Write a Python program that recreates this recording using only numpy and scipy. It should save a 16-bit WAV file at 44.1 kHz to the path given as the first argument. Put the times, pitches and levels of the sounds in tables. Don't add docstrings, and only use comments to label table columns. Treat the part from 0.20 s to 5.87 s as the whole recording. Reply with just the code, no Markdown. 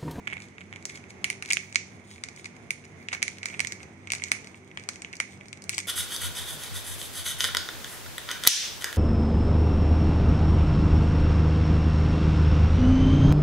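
import sys
import numpy as np
from scipy import signal
from scipy.fft import rfft, irfft, next_fast_len
from scipy.io import wavfile
from scipy.ndimage import uniform_filter1d, map_coordinates

SR = 44100
rng = np.random.default_rng(int(sys.argv[2]) if len(sys.argv) > 2 else 0)


def gain_from_db(level_db):
    decades = np.asarray(level_db, float) / 20
    return 10 ** decades


def unload_wav(signal):
    wavfile.write(
        sys.argv[1],
        SR,
        np.round(np.clip(np.atleast_2d(signal).T, -1, 1) * 32767).astype(np.int16),
    )


N = 250047

# [t/s, spread/s, crisp level/dB, dull level/dB]
STROKES = [(.13, 0.055, -73, -52), (0.231, 0.03, -55.5, -50), (.41, 0.017, -66, -59),
           (0.699, 0.019, -53, -42), (.755, .015, -48, -46), (0.902, 0.0089, -49.5, -52),
           (1.30, 0.017, -49, -46), (1.421, 0.08, -57, -49), (1.72, 0.038, -59, -61),
           (1.921, 0.044, -54, -70), (2.20, 0.038, -56.5, -58), (2.65, 0.0079, -56, -50),
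           (2.83, 0.02, -60.5, -51), (2.938, 0.014, -45, -38), (3.10, 0.041, -54, -57),
           (3.269, 0.046, -57, -43.5), (3.34, 0.032, -53, -54), (3.49, 0.056, -66, -43),
           (3.62, 0.018, -60, -50), (3.97, 0.028, -58, -48), (4.07, 0.03, -52, -45.5),
           (4.27, 0.096, -59.5, -62), (4.61, 0.041, -64, -64), (4.74, 0.033, -62, -55),
           (4.94, 0.016, -69, -56), (5.12, 0.03, -54.5, -56), (5.271, .04, -65, -68),
           (5.54, 0.021, -40, -66), (5.59, 0.02, -41.5, -48), (5.64, .03, -62, -49)]


def unit(x):
    return x / np.sqrt(np.mean(x ** 2) + 1e-20)


def along(points, hz):
    f, v = np.transpose(points)
    return np.interp(np.log(hz + 1), np.log(f + 1), v)


def wobble(rate):
    coarse = np.arange(0, N + 64, 64)
    knots = rng.standard_normal(int(N * rate / SR) + 4)
    curve = map_coordinates(knots, [coarse * rate / SR])
    return np.interp(np.arange(N), coarse, curve)


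def filtered(x, response):
    m = next_fast_len(N + 8192, real=True)
    hz = np.fft.rfftfreq(m, 1 / SR)
    return irfft(rfft(x, m) * response(hz), m)[..., :N]


def fan():
    # [f/Hz, level/dB]
    hum_lines = [(98, -58), (146, -61), (194, -59), (243, -62), (330, -66.5), (380, -65)]
    # [f/Hz, level/dB]
    air_colour = [(25, -37), (60, -7), (100, 1.5), (200, 0.5), (420, -1.5), (520, -8), (750, -8),
                  (1000, -12), (2000, -19.5), (4000, -29), (6000, -32.5), (9500, -42.5), (11500, -45),
                  (16500, -64)]
    # [f/Hz, likeness/0..1]
    air_likeness = [(60, 0.6), (290, 0.77), (640, 0.51), (1400, 0.007)]
    # [f/Hz, left-right/dB]
    side_balance = [(100, -2.5), (300, 0), (700, 1), (1300, -1)]
    now = np.arange(N) / SR
    hum = 0
    for hz, db in hum_lines:
        strength = gain_from_db(db + 2.5 + 3.3 * wobble(12))
        hum = hum + strength * np.sin(2 * np.pi * hz * now + 1.43 * wobble(18))

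    def mid_side_gain(hz):
        angle = np.arccos(np.clip(along(air_likeness, hz), -1, 1)) / 2
        return gain_from_db(along(air_colour, hz)) * [np.cos(angle), np.sin(angle)]

    mid, side = filtered(rng.standard_normal((2, N)), mid_side_gain)
    swell_db = 0.8 * wobble(3) + 1.1 * wobble(9)
    air = gain_from_db(swell_db - 52.5) * unit(np.array([mid + side, mid - side]))
    return filtered(air + hum, lambda hz: gain_from_db(np.outer([0.5, -0.5], along(side_balance, hz))))


def room(x):
    # [f/Hz, time/s]
    decay_time = [(500, 0.08), (2200, 0.33), (6000, 0.4), (10000, 0.24), (16000, 0.15)]
    # [f/Hz, level/dB]
    tail_colour = [(1200, 0.5), (2200, 1.5), (3000, -0.5), (4800, -1), (6400, 5), (8000, -4.5), (9200, 4),
                   (12000, -1)]
    # [delay/s, level/dB]
    bounces = [
        (.0062, -27),
        (.0083, -21.5),
        (0.0115, -27),
    ]
    hz, t, z = signal.stft(rng.standard_normal((2, SR // 2)), SR, nperseg=256)
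    fall_db = along(tail_colour, hz)[:, None] - 60 * t / along(decay_time, hz)[:, None]
    tail = signal.istft(z * gain_from_db(fall_db), SR, nperseg=256)[1]
    tail *= 1 + 1.82 * gain_from_db(-60 * np.arange(tail.shape[1]) / SR / 0.028)
    tail = gain_from_db(-9.0) * tail / np.linalg.norm(tail[0])
    tail = np.pad(tail, ((0, 0), (round(0.0037 * SR), 0)))
    for delay, db in bounces:
        arrival = delay + rng.normal(0, 0.0008, size=2)
        tail[[0, 1], np.round(arrival * SR).astype(int)] += gain_from_db(db)
    return signal.oaconvolve(x[None], tail, axes=1)[:, :N]


def rustle():
    # [f/Hz, level/dB]
    crisp_colour = [(2000, -14), (3500, 12.5), (6000, -2.5), (8000, 10), (9300, -2), (11500, -12.5),
                    (15000, -19)]
    # [f/Hz, level/dB]
    dull_colour = [(500, -13), (1200, 4), (2300, 11), (3500, -37), (6000, -21.5)]
    rest_db = -68
    s, spread, crisp_db, dull_db = np.transpose(STROKES)[..., None]
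    coarse = np.arange(0, N + 64, 64)
    stroke = np.exp(-((coarse / SR - s) / spread) ** 2)
    layers = 0
    for db, spectrum, offset_db in ((crisp_db, crisp_colour, -7), (dull_db, dull_colour, -13)):
        happens = rng.random(N) < 3500 / SR
        ticks = happens * gain_from_db(3 * rng.exponential(size=N)) * rng.standard_normal(N)
        clumped = ticks * gain_from_db(2.5 * wobble(60))
        power = np.sum(gain_from_db(db) ** 2 * stroke, axis=0) + gain_from_db(rest_db) ** 2
        level = np.interp(np.arange(N), coarse, np.sqrt(power))
        coloured = filtered(clumped, lambda hz: gain_from_db(along(spectrum, hz)))
        layers = layers + gain_from_db(offset_db) * level * unit(coloured)
    return np.array([layers, layers])


def creases():
    # [t/s, level/dB, crisp/dB, fizz/dB, left-right/dB]
    dry_snaps = [(0.0726, -16.5, -24, -33, -10), (1.0432, -9.5, -6.5, -14.5, -7.5),
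                 (1.1014, -15, -5.5, -10.5, -8), (1.2593, -29.5, -4.5, -12, 1), (1.304, -25, -3, -12, 15),
                 (1.3064, -13.5, -8, -27, -10), (1.3114, -10, -17, -30, -10.5), (1.3232, -20.5, 0, -4, -3),
                 (1.3325, -13.5, 4.5, -7, -10), (1.3697, -11, -13.5, -23, -13.5),
                 (1.5572, -7.5, -4.5, -24.5, -13), (2.5063, -14.5, -7, -9.5, -11),
                 (2.8858, -17.5, -11.5, -38, -7.5), (3.0275, -10.5, -3.5, -11.5, -12.5),
                 (3.0798, -18.5, -4.5, -21, -13.5), (3.4477, -21, -13.5, -22, -21),
                 (3.4716, -22, 1.5, -17, -10), (3.903, -17, -8, -26, -5), (3.92, -13.5, -4.5, -10.5, -2),
                 (4.0207, -23, -18, -21, -12), (4.038, -17, 0.8, -25, -6.5), (4.847, -21.5, -14.5, -51, -5),
                 (5.3293, -26.5, -5.5, -21, 1.5), (5.535, -22.5, -13, -22, 0)]
    # [t/s, level/dB, crisp/dB, fizz/dB, left-right/dB]
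    knocks = [(0.0762, -16.5, -21.5, -30, -10), (0.1258, -29, -25, -33, -19),
              (0.131, -19.5, -19.5, -24, -5), (0.6536, -29.5, 7.5, 0, -9), (1.2242, -20.5, -6.5, -16, -7),
              (2.0375, -22, -1.5, -16, -2), (2.0865, -31.5, -1, -13, -6), (3.2308, -22, -6, -41, -6.5),
              (3.257, -20.5, -0.5, -14, -11), (3.3941, -19, -3, -19, -15),
              (3.4033, -13.5, -2.5, -13.5, -14.5), (3.522, -23, 1.5, -11, -7.5),
              (4.5734, -19, -16, -30, -0.5), (5.4939, -16.5, -0.9, -4, -2.5),
              (5.5809, -16.5, -6.5, -4.5, 1.5), (5.5883, -27, 6, -16, -17)]
    # [t/s, level/dB, crisp/dB, fizz/dB, left-right/dB]
    slaps = [
        (2.9286, -19.5, -10, -32, -8),
        (2.9323, -23, -0.5, -27, -3),
        (2.9372, -28, -1.5, -25, 1),
        (2.9491, -25, -5, -26, -6),
        (3.9348, -19, -2.5, -21, -6.5),
        (4.117, -7.5, -6.5, -10, -6),
        (4.6887, -22.5, 3, -10, -5),
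        (5.0009, -10.5, -6.5, -16.5, -6.5),
    ]
    # [t/s, level/dB, crisp/dB]
    middling = [(.1378, -29, -12), (.203, -35, -17), (0.5599, -28, -9.5), (0.6948, -35, 2),
                (0.6989, -28, -8.5), (1.128, -29, -7), (1.2505, -29.5, -10), (1.289, -27, -5),
                (2.1624, -46.5, 10.5), (2.2583, -27, -12), (2.9178, -25, -30), (3.0202, -22, -14),
                (3.2853, -29, -5.5), (3.8725, -26.5, -12), (3.9503, -26, 2.5), (4.0835, -34, .4),
                (4.8198, -28, -1), (4.9292, -30, -4), (4.9541, -41, 7), (4.968, -46, 11),
                (5.2835, -43.5, 6.5), (5.421, -41.5, 8.5), (5.44, -44, 12), (5.5295, -46, -1),
                (5.5427, -37, 9), (5.5463, -31.5, 6), (5.5627, -61, 4), (5.569, -40, 6), (5.5982, -35, -3),
                (5.6016, -26, 0.5)]
    # [t/s, level/dB]
    soft_ticks = [(.1007, -30), (.1107, -33), (.1158, -31), (.1685, -26.5), (.1795, -33), (.3822, -30.5),
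                  (.4085, -32), (.4136, -32.5), (.5271, -28), (.5371, -32), (.7739, -31.5), (.8398, -35),
                  (1.2836, -34), (1.9809, -37.5), (2.1745, -35), (2.6403, -39), (2.9676, -30),
                  (3.3013, -28), (3.3341, -34), (3.3412, -26.5), (3.346, -25.5), (3.5051, -42),
                  (3.6036, -34.5), (3.9611, -33), (3.998, -30), (4.3445, -35), (4.5138, -36), (4.5864, -35),
                  (4.9346, -26), (5.2101, -33)]
    # [t/s, level/dB]
    tight_ticks = [(.2208, -35), (.285, -43), (.6256, -41), (0.7589, -35.5), (1.4252, -42), (1.5262, -31.5),
                   (1.5458, -31), (1.9126, -38), (1.9596, -40), (2.1956, -38.5), (2.2443, -33),
                   (2.2562, -28), (2.365, -41.5), (2.6524, -41), (3.171, -40), (3.1841, -34), (3.6306, -33),
                   (3.9828, -37), (4.1632, -39), (4.1694, -39), (4.245, -35), (4.2717, -35),
                   (4.5968, -35.5), (4.6375, -37), (4.7342, -42), (4.7583, -34.5), (5.1323, -43),
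                   (5.2569, -41), (5.3732, -39.5), (5.6309, -40)]
    tick_thud_db = -15.5

    def struck(blows, thud_db):
        return [(s, db, thud_db - 0.44 * (db + 22.5), *rest) for s, db, *rest in blows]

    def lesser(s, db, thud_db, crisp_db):
        fizz_db = 1.08 * crisp_db - 13
        return s, db, thud_db, crisp_db, fizz_db, -6.5

    chance = rng.standard_normal((len(STROKES), 2, 2))
    strays = []
    for (s, spread, crisp_db, _), pair in zip(STROKES, chance):
        for when, size in pair:
            strays.append((s + spread * when, crisp_db + 5.5 + 3 * size))
    every = [(s, db, -23, *rest) for s, db, *rest in dry_snaps]
    every += struck(knocks, thud_db=-14.5)
    every += struck(slaps, thud_db=-9)
    every += [lesser(s, db, -19.5, crisp_db) for s, db, crisp_db in middling]
    for ticks, crisp_db in ((soft_ticks, -18), (tight_ticks, -3), (strays, 2.5)):
        every += [lesser(s, db, tick_thud_db, crisp_db) for s, db in ticks]
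    return every


def snaps(groups):
    size, lead = 512, 128
    t = np.clip(np.arange(size) - lead, 0, None) / SR
    hz = np.fft.rfftfreq(size, 1 / SR)
    out = np.zeros((groups, 3, N + size))
    for k, (s, db, thud_db, crisp_db, fizz_db, pan_db) in enumerate(creases()):
        flip, extra_left, extra_right = rng.standard_normal((3, size))
        life = 0.0012 * gain_from_db(rng.normal(0, 2.5))
        fade = np.exp(-(t / life) ** 2) + 0.05 * gain_from_db(-60 * t / 0.018)
        shape = (1 - np.exp(-t / 0.00012)) * fade
        burst = rfft(shape * np.array([flip + 0.4 * extra_left, flip + 0.4 * extra_right]))
        burst /= np.sqrt(uniform_filter1d(np.abs(burst) ** 2, size=17))
        burst = np.vstack([burst, np.exp(-2j * np.pi * hz * lead / SR)])
        colour = [(250, thud_db + 3.0), (900, thud_db + 14), (1500, thud_db + 17), (2300, 3), (3300, -1),
                  (4500, crisp_db + 6.5), (6500, crisp_db - 3.5), (8000, crisp_db + 5),
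                  (9300, fizz_db + 3.0), (11500, fizz_db - 6), (13200, fizz_db - 15.5), (16000, fizz_db - 15.5)]
        colour = [(f, level + 1.8 * rng.standard_normal() * (f > 2300)) for f, level in colour]
        side = gain_from_db([[pan_db / 2 + 5.5], [-pan_db / 2 - 3.5], [0]])
        start = int(np.clip(round(s * SR) - lead, 0, N))
        sound = irfft(burst * gain_from_db(along(colour, hz)), size)
        out[k % groups, :, start:start + size] += gain_from_db(db + 12) * side * sound
    return out[..., :N]


def scene():
    far = fan()
    fine = rustle()
    groups = snaps(groups=3)
    direct = groups[:, :2].sum(0) + fine
    lag = np.round(np.linspace(13, 15.6, N)).astype(int)
    direct[1] = direct[1][np.maximum(np.arange(N) - lag, 0)]
    radiated = groups[:, 2]
    radiated[0] += gain_from_db(2) * fine[0]
    return direct + sum(room(g) for g in radiated) + far


def port(modes, f):
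    return 1 + sum(gain_from_db(db) * 1j * f * w / (c * c - f * f + 1j * f * w) for c, w, db in modes)


def ducts(x):
    # [f/Hz, width/Hz, level over the plain path/dB]
    left_ringing = [(2450, 700, 2), (6300, 1800, 5), (9300, 1200, 2), (15200, 1300, 5)]
    # [f/Hz, width/Hz, level over the plain path/dB]
    right_ringing = [(2190, 310, 17), (6400, 800, 11), (9200, 900, 7), (15000, 1300, 14)]
    return filtered(x, lambda f: np.array([port(left_ringing, f), port(right_ringing, f)]))


def thinned(x):
    # [f/Hz, level/dB]
    faintest = [(10300, -135), (11000, -112), (14000, -113), (14500, -116), (15700, -116), (15800, -85),
                (16900, -82), (17000, 0)]
    # [f/Hz, level/dB]
    drowned = [(7000, -90), (10000, -56), (11000, -54), (14000, -58), (14500, -62), (15700, -62),
               (15800, -50)]
    hz, t, z = signal.stft(x, SR, nperseg=512)
    power = np.abs(z) ** 2
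    band = uniform_filter1d(power, size=7, axis=1)
    loud = uniform_filter1d(np.sum(power, axis=1, keepdims=True), size=5, axis=2)
    least = gain_from_db(along(faintest, hz))[:, None] ** 2 + loud * gain_from_db(along(drowned, hz))[:, None] ** 2
    return signal.istft(z * (band > least), SR, nperseg=512)[1][:, :N]


def top_cut(x):
    return signal.sosfilt(signal.butter(12, 17170, fs=SR, output="sos"), x)


def record(dry):
    x = ducts(dry)
    x = x / (1 + np.abs(x / 0.92) ** 8) ** (1 / 8)
    mix = thinned(x)
    return top_cut(mix)


dry = scene()
out = record(dry)
unload_wav(out)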